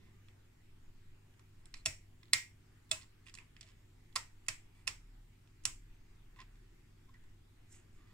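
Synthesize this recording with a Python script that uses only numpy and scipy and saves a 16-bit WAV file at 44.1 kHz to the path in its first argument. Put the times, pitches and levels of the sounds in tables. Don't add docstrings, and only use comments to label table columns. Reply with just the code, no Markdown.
import sys
import numpy as np
from scipy import signal
from scipy.fft import rfft, irfft, next_fast_len
from scipy.io import wavfile
from scipy.ndimage import uniform_filter1d, map_coordinates

SR = 44100
rng = np.random.default_rng(int(sys.argv[2]) if len(sys.argv) > 2 else 0)


def put_to_file(sound):
    columns = np.atleast_2d(sound).T
    safe = np.clip(columns, -1, 1)
    whole_steps = np.round(safe * 32767)
    wavfile.write(sys.argv[1], SR, whole_steps.astype(np.int16))


N = 358533

# frequency in Hz, relative density in dB per Hz.
RUMBLE_SPECTRUM = [(24, -37), (40, -13.5), (70, -12.5), (100, -10), (130, -16.5), (250, -18), (275, -23),
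                   (365, -17.5), (420, -24), (500, -37), (650, -60.5), (1100, -120)]
HISS_SPECTRUM = [(250, -38), (430, -6.5), (493, -4), (667, -2.5), (903, -1.5), (974, -3.5), (1050, -4),
                 (1460, -4), (1980, -1.5), (4160, -9.5), (6450, -13), (7280, -10.5), (9860, -18),
                 (15100, -20), (16000, -24.5)]
# time in s, level in dB.
RUMBLE_FADER = [(0, -65), (.35, -70), (1.5, -70), (1.9, -69.5), (3.5, -69.5), (5.4, -70), (6.7, -68),
                (7.5, -70), (8.13, -66.5)]
# frequency in Hz, left-right correlation (-1 to 1).
PORT_LIKENESS = [(60, 1), (130, 0.77), (290, 0.75), (640, -0.49), (1410, 0.41), (3100, -0.16), (6820, 0.25),
                 (15000, 1)]
# frequency in Hz, rms level in dB before its wobble.
HUM_LINES = [(99.4, -68), (117.1, -75), (151.6, -78.5), (57.2, -74.5), (255.5, -84.5), (301, -85.5)]
# time in s, rms level in dB.
DRONE_FADER = [(0, -85), (1.5, -82), (1.88, -58.5), (2.2, -76), (3.3, -70), (4, -65.5), (4.6, -74),
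               (4.89, -60), (5.21, -55.5), (5.41, -73.5), (5.8, -55.5), (6.02, -65.5), (6.55, -58),
               (6.85, -67.5), (7.38, -65.5), (7.55, -71.5), (8.13, -75.5)]
DRONE_HZ = 33.8
HISS_DB, SWAY_DB, SWAY_SWING_DB = -74, -64.5, 4

# start in s, end in s, note in Hz, note level in dB, panel level in dB, hiss level in
# dB.
SCRAPES = [(0, 0.098, 2070, -81, -76, -107), (.12, 0.212, 1190, -82.5, -95, -100),
           (1.746, 1.81, 4200, -71, -80, -78), (2.962, 3.045, 2630, -80, -68.5, -84),
           (3.256, 3.299, 2540, -69, -71, -70.5), (3.38, 3.43, 985, -73, -76, -91),
           (3.622, 3.66, 660, -78, -83, -82.5), (3.651, 3.715, 2300, -85, -75, -80),
           (4.131, 4.132, 3470, -75.5, -70.5, -88), (4.745, 4.824, 2320, -81, -77, -81),
           (6.361, 6.389, 1056, -68, -72.5, -79), (6.386, 6.423, 1040, -60.5, -60, -88),
           (6.509, 6.57, 1495, -83, -90, -87), (7.082, 7.097, 1050, -74.5, -88.5, -100),
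           (7.136, 7.168, 1934, -70.5, -77, -100), (7.707, 7.74, 5630, -74, -95, -92),
           (7.97, 8.065, 1190, -81.5, -79, -101), (8.067, 8.128, 1190, -82, -73.5, -94)]

# time in s, level in dB, pitch in Hz, width of the note in octaves.
TICKS = [(0.284, -52, 2280, 0.62), (1.3394, -65, 2500, .6), (1.3938, -53.5, 1100, 0.39),
         (1.656, -47, 9100, 0.18), (1.7406, -35, 4570, 0.22), (1.7435, -43, 2250, .2),
         (1.7685, -51, 4500, .4), (1.7753, -53, 8540, .4), (2.23, -50, 3850, .3), (2.2324, -56, 2050, .2),
         (2.2544, -60, 4100, .2), (2.281, -61, 4100, .2), (3.0132, -51.5, 4200, .6),
         (3.022, -49, 4500, 0.46), (3.0302, -51.5, 4500, .5), (3.266, -45.5, 2680, 0.61),
         (3.272, -47, 2800, 0.68), (3.2835, -46, 3040, .7), (3.2957, -48.5, 4200, 0.73),
         (3.3398, -39.5, 6500, 0.44), (3.351, -40, 5800, 0.94), (3.3744, -44, 2320, 0.22),
         (3.386, -39, 2540, 0.22), (3.4037, -62, 1100, .4), (3.5652, -46.5, 2400, 0.8),
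         (3.6095, -38.5, 4550, .8), (3.629, -48, 3800, .5), (3.634, -55, 3200, 0.39),
         (3.7167, -63, 4500, 0.54), (4.126, -59, 3500, 0.32), (5.474, -61, 3000, .5),
         (6.3608, -55, 2000, .9), (6.391, -55, 3200, 0.66), (6.403, -45.5, 3000, 0.9),
         (6.4143, -45.5, 3000, 0.99), (6.5554, -60, 1994, 0.79), (7.0912, -61, 1050, 0.39),
         (7.1412, -55.5, 1900, .4), (7.2387, -61, 1290, 0.45)]
# frequency in Hz, level in dB.
TICK_COLOUR = [(1000, -19), (2300, -16), (4500, -17), (8500, -18), (12500, -32.5)]
TICK_NOTE_DB, TICK_T60_S, TICK_PAN_DB = 12, .018, -6
# start in s, end in s, ribs per second.
RIB_RUN = (3.667, 3.706, 140)
RIB_DB, RIB_HZ, RIB_OCTAVES = -57, 4200, 0.81

# time in s, level in dB, left-right tilt in dB, slip ahead of the snap in s,
# slip level in dB, main blow against the chatter in dB, delay of the main blow in s, chatter t60 in s,
# thump against the snap in dB, shift of the low mids, of the treble and of the top octave in dB,
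# low note in Hz and its lift in dB, middle note likewise, high note likewise,
# then the ring of each case part against the snap in dB.
SNAPS = [(1.8573, -17.5, -2, .0028, -31.5, 19, .0024, .036, -26, -11.5, 1.5, -1.5, 745, 15, 2650, 4.6, 6000, 3.3, -20.5, -30, -35, -33),
         (2.3329, -8.5, -3, .0036, -37, 22, 0.00067, .025, -40.5, -12.5, -0.5, 1.5, 1082, 2.8, 2100, 8, 4150, 6, -45, -40.5, -31, -39),
         (2.912, -18, -4.5, .019, -59.5, 13, 0.0018, .04, -32.5, -3, 1.6, 1.05, 1000, 6.6, 3460, 11, 7830, 7, -19.5, -30, -51, -39.5),
         (4.1592, -20.5, -5.5, .0042, -31, 20, .0006, 0.041, -51.5, 1, -0.2, 0, 1100, 6.6, 2250, 4.1, 4800, 7, -41, -17.5, -33.5, -46),
         (4.4830, -19.5, -6.5, .02, -56.5, 11.2, .0015, 0.027, -30.5, -7, 0.5, -1.7, 1400, 4, 2045, 7.9, 2540, 5.5, -31, -31.5, -42, -48),
         (4.8746, -22.5, -8.5, .0036, -34, 17.7, .0022, 0.04, -33, -3.5, -1.8, 2.4, 1040, 7, 2638, 7.3, 4860, 3.2, -38, -28, -36.5, -39),
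         (5.6524, -17.5, -7, .016, -54.5, 23, .0012, 0.029, -32, -5, 6, -4, 1105, 11.4, 2850, 9.1, 6100, 8.3, -39.5, -31.5, -46, -51)]
# frequency in Hz, level in dB.
SNAP_COLOUR = [(720, -22), (1050, -27.5), (1500, -26.5), (2200, -25.5), (3500, -21), (5500, -17.5),
               (8000, -19.5), (9600, -21.5), (10600, -25.5), (12500, -33)]
NOTE_OCTAVES, SLIP_T60_S = .12, .035
LOW_MID_HZ, TREBLE_HZ, TOP_OCTAVE_HZ = 1400, 6500, 10500
# centre in Hz, width in Hz, relative level in dB.
PANEL_RESONANCES = [(1052, 110, -1), (1926, 170, 2.5), (2611, 310, -3.5), (3520, 210, -3.5),
                    (4143, 200, -7.5), (4920, 300, -4.5), (5460, 210, -8.5), (5840, 100, -4),
                    (6720, 230, -9), (7690, 350, -1.5), (9090, 190, -7.5), (9420, 110, -4),
                    (10130, 201.8, -11), (11200, 99, -18.5)]
# frequency in Hz, t60 in s, relative level in dB, name of the part.
CASE_MODES = [(641, .09, -1, "cover"), (2590, .12, 0.5, "cover"), (1040, 0.062, -1.5, "chassis"),
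              (1350, .08, 0.5, "chassis"), (1925, .25, -0.5, "front plate"), (2050, 0.17, 0, "front plate"),
              (2125, 0.26, 1.5, "front plate"), (2306, 0.25, -3, "front plate"),
              (2380, .24, -3.5, "front plate"), (5310, .16, 0, "shields"), (5640, .3, 0.5, "shields")]
CASE_PARTS = ["cover", "chassis", "front plate", "shields"]
# frequency in Hz, relative level in dB, t60 in s.
BENCH_MODES = [(55, -3.5, .2), (86, 0, .25), (126.5, 0.5, .2), (215, -12.5, .15), (308, -10, 0.19)]

# frequency in Hz, left-right level difference in dB.
PORT_BALANCE = [(60, 2.5), (110, -4.5), (200, -0.5), (380, 0), (700, 1.5), (1290, 0.5), (2380, -6),
                (4400, -9), (8120, -3), (15000, -9)]
# frequency in Hz, radians by which the left port leads.
PORT_LEAD = [(300, .1), (700, .5), (1200, .5), (2200, 1.6), (4200, 1.1), (8000, 1.6), (12000, 1)]
# frequency in Hz, t60 in s.
SHOP_DECAY = [(500, 0.27), (1400, 0.21), (2200, 0.29), (3500, 0.23), (7500, 0.25), (13000, 0.29)]
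# frequency in Hz, relative level in dB.
SHOP_COLOUR = [(400, -8), (1000, 3.5), (1600, -0.5), (2150, 1), (2900, -5), (4000, -10), (5400, -7),
               (6300, -11.5), (7500, -2), (9300, -11), (10300, -14.5), (14000, -13.5)]

# start in s, hold in s, hiss level in dB, body level in dB.
BRUSH_STROKES = [(7.722, .03, -64.5, -71), (7.93, .06, -82, -81)]
BRUSH_RISE_DB_PER_S, BRUSH_FALL_DB_PER_S, BODY_LAG_S = 452, 220, 0.02

LEAD_IN_S = .005
TOP_HZ = 15750


def amp(db):
    return 10 ** (np.asarray(db) / 20)


def unit(x):
    return x / np.sqrt(np.mean(x ** 2) + 1e-20)


def along(points, hz):
    f, v = np.transpose(points)
    return np.interp(np.log(hz + 1), np.log(f + 1), v)


def fader(rows):
    s, db = np.transpose(rows)
    return np.interp(np.arange(N) / SR, s, db)


def wobble(rate):
    knots = rng.standard_normal(int(N * rate / SR) + 4)
    return map_coordinates(knots, [np.arange(N) * rate / SR])


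def filtered(x, response):
    m = next_fast_len(x.shape[-1] + 8192)
    spectrum = rfft(x, m) * response(np.fft.rfftfreq(m, 1 / SR))
    return irfft(spectrum, m)[..., :x.shape[-1]]


def bump(centre_hz, width_hz):
    return lambda hz: ports(hz) / (1 + ((hz - centre_hz) / width_hz) ** 2)


def ports(hz):
    half = amp(along(PORT_BALANCE, hz) / 2) * np.exp(.5j * along(PORT_LEAD, hz))
    return np.array([half, 1 / half])


def panel(hz):
    total = 0
    for k, (centre, width, db) in enumerate(PANEL_RESONANCES):
        peak = 1j * hz * width / (centre * centre - hz * hz + 1j * hz * width)
        total = total + (-1) ** k * amp(db) * peak
    return total


def shop(x, wet_db):
    hz, t, z = signal.stft(rng.standard_normal((2, len(x))), SR, nperseg=128)
    decay_db = -60 * t / along(SHOP_DECAY, hz)[:, None]
    tail = signal.istft(z * amp(along(SHOP_COLOUR, hz)[:, None] + decay_db), SR, nperseg=128)[1]
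    tail = tail / np.linalg.norm(tail[0])
    late = np.pad(x, (round(0.0063 * SR), 0))[None]
    return amp(wet_db) * signal.fftconvolve(late, tail, axes=1)[:, :len(x)]


def coloured(points, notes, low_db=0, treble_db=0, top_db=0):
    hz = np.geomspace(points[0][0], points[-1][0], num=48)
    bells = sum(db * np.exp(-.5 * (np.log2(hz / note_hz) / octaves) ** 2) for note_hz, db, octaves in notes)
    above = lambda edge_hz: 1 / (1 + (edge_hz / hz) ** 10)
    low_shelf = low_db * (1 - above(LOW_MID_HZ))
    high_shelves = treble_db * above(TREBLE_HZ) + top_db * above(TOP_OCTAVE_HZ)
    return list(zip(hz, along(points, hz) + bells + low_shelf + high_shelves))


def click_time():
    return np.maximum(np.arange(round(.4 * SR)) / SR - LEAD_IN_S, 0)


def click(db, pan_db, tint, t60, blow_db=16, delay=.0003, ring=0):
    u = click_time()
    contacts = rng.standard_normal(len(u)) * amp(4 * rng.standard_normal(len(u)))
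    build_up = 1 - np.exp(-2 * u / max(delay, 1e-4))
    chatter = contacts * build_up * amp(-60 * u / t60)
    chatter[round((LEAD_IN_S + delay) * SR)] += amp(blow_db)
    tint = np.array([(tint[0][0] * .6, tint[0][1] - 22)] + tint + [(16000, tint[-1][1] - 8)])
    size = lambda x: amp(db - 18.5) * x / np.sqrt(np.sum(x ** 2) / (t60 * SR))
    struck = filtered(chatter, lambda hz: (panel(hz) + 0.13) * amp(along(tint, hz)))
    body = size(struck) + amp(db) * ring
    even = np.c_[tint[:, 0], uniform_filter1d(tint[:, 1], size=9)]
    impulse = 1. * (u == u[u > 0][0])
    spread = size(filtered(impulse, lambda hz: amp(along(even, hz)))) + 0.3 * amp(db) * ring
    direct = amp([[pan_db / 2 + 3.5], [-pan_db / 2 - 1.0]]) * filtered(body, ports)
    return direct + shop(spread, wet_db=-7.0)


def add(out, s, x):
    at = round((s - LEAD_IN_S) * SR)
    out[:, at:at + x.shape[1]] += x


def rush(spectrum, patchy_db):
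    z = signal.stft(rng.standard_normal((2, N)), nperseg=512)[2]
    field = uniform_filter1d(rng.standard_normal(z.shape[1:]), size=8, axis=0)
    field = uniform_filter1d(field, size=16, axis=1)
    pair = signal.istft(z * amp(patchy_db * unit(field)), nperseg=512)[1][:, :N]
    turn = lambda hz: np.arccos(np.clip(along(PORT_LIKENESS, hz), -1, 1)) / 2
    mid, side = filtered(pair, lambda hz: amp(along(spectrum, hz)) * [np.cos(turn(hz)), np.sin(turn(hz))])
    return unit(np.array([mid + side, mid - side]))


def transformer_hum():
    t = np.arange(N) / SR
    return sum(amp(db + 2.0 * wobble(12)) * np.sqrt(2) * np.sin(2 * np.pi * hz * t + 0.16 * wobble(1.0))
               for hz, db in HUM_LINES)


def low_drone():
    t = np.arange(N) / SR
    return amp(fader(DRONE_FADER)) * np.sqrt(2) * np.sin(2 * np.pi * DRONE_HZ * t + 0.69 * wobble(2.5))


def phone_sway():
    noise = filtered(rng.standard_normal(N), lambda hz: (hz > 4) / (1 + (hz / 20) ** 4))
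    return amp(SWAY_DB + SWAY_SWING_DB * wobble(2.9)) * unit(noise)


def room():
    rumble = amp(fader(RUMBLE_FADER)) * rush(RUMBLE_SPECTRUM, patchy_db=0.4)
    hiss = amp(HISS_DB) * rush(HISS_SPECTRUM, patchy_db=1.7)
    return rumble + hiss + transformer_hum() + low_drone() + phone_sway()


def scrapes():
    out = np.zeros((2, N + SR))
    for start, end, note_hz, note_db, panel_db, hiss_db in SCRAPES:
        t = np.arange(round((end - start + 0.17) * SR)) / SR
        stroke = np.clip(t / 0.0039, 0, 1) * amp(-60 * np.maximum(t - end + start, 0) / 0.05)
        grains = rng.standard_normal((3, len(t))) * amp(5 * rng.standard_normal((3, len(t))))
        note = unit(filtered(grains[0], bump(note_hz, 0.044 * note_hz)))
        body = unit(filtered(grains[1], lambda hz: ports(hz) * panel(hz) / (1 + (hz / 4500) ** 4)))
        hiss = unit(filtered(grains[2], bump(7600, 1300)))
        mix = amp(note_db) * note + amp(panel_db) * body + amp(hiss_db) * hiss
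        add(out, start + LEAD_IN_S, stroke * mix)
    return out[:, :N]


def ticks():
    out = np.zeros((2, N + SR))
    start, end, rate = RIB_RUN
    ribs = [(s + rng.normal(0, 0.0009), RIB_DB + rng.normal(0, 1.5), RIB_HZ, RIB_OCTAVES)
            for s in np.arange(start, end, 1 / rate)]
    for s, db, hz, octaves in TICKS + ribs:
        tint = coloured(TICK_COLOUR, [(hz, TICK_NOTE_DB, octaves)])
        add(out, s, click(db, TICK_PAN_DB, tint, TICK_T60_S))
    return out[:, :N]


def case_ring(parts_db):
    u = click_time()
    struck_db = dict(zip(CASE_PARTS, parts_db))
    rattle = 1.4e-5 * np.cumsum(rng.standard_normal((len(CASE_MODES), len(u))), axis=1)
    ring = 0
    for (hz, t60, level, part), shake in zip(CASE_MODES, rattle):
        build_up = 1 - np.exp(-u * hz / 5)
        decay = amp(struck_db[part] + level - 60 * u / t60)
        ring = ring + decay * build_up * np.sin(hz * (2 * np.pi * u + shake))
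    return ring


def bench_thump():
    u = click_time()
    rock = sum(amp(level - 60 * u / t60) * np.sin(2 * np.pi * hz * u) for hz, level, t60 in BENCH_MODES)
    return rock[None] * (1 - np.exp(-u / .01))


def switches():
    out = np.zeros((2, N + SR))
    thump = bench_thump()
    for (s, db, pan_db, ahead, slip_db, blow_db, delay, t60, thump_db, low_db, treble_db, top_db,
         hz1, db1, hz2, db2, hz3, db3, *parts_db) in SNAPS:
        notes = [(hz1, db1, NOTE_OCTAVES), (hz2, db2, NOTE_OCTAVES), (hz3, db3, NOTE_OCTAVES)]
        tint = coloured(SNAP_COLOUR, notes, low_db, treble_db, top_db)
        ring = case_ring(parts_db)
        add(out, s - ahead, click(slip_db, pan_db, tint, SLIP_T60_S, blow_db=8.5, delay=.001))
        add(out, s, click(db, pan_db, tint, t60, blow_db, delay, ring))
        add(out, s, amp(db + thump_db) * thump)
    return out[:, :N]


def brush():
    t = np.arange(N) / SR

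    def stroke(s, hold, db):
        rise_db = BRUSH_RISE_DB_PER_S * np.maximum(s - t, 0)
        fall_db = BRUSH_FALL_DB_PER_S * np.maximum(t - s - hold, 0)
        return amp(db - rise_db - fall_db)

    grain = lambda: rng.standard_normal(N) * amp(1.5 * wobble(150))
    hiss = unit(filtered(grain(), bump(7440, 1100)))
    body = unit(filtered(grain(), bump(2310, 1070)))
    return sum(stroke(s, hold, hiss_db) * hiss + stroke(s + BODY_LAG_S, hold, body_db) * body
               for s, hold, hiss_db, body_db in BRUSH_STROKES)


def scene():
    return room() + scrapes() + ticks() + switches() + brush()


def record(dry):
    return filtered(dry, lambda hz: hz < TOP_HZ)


dry = scene()
out = record(dry)
put_to_file(out)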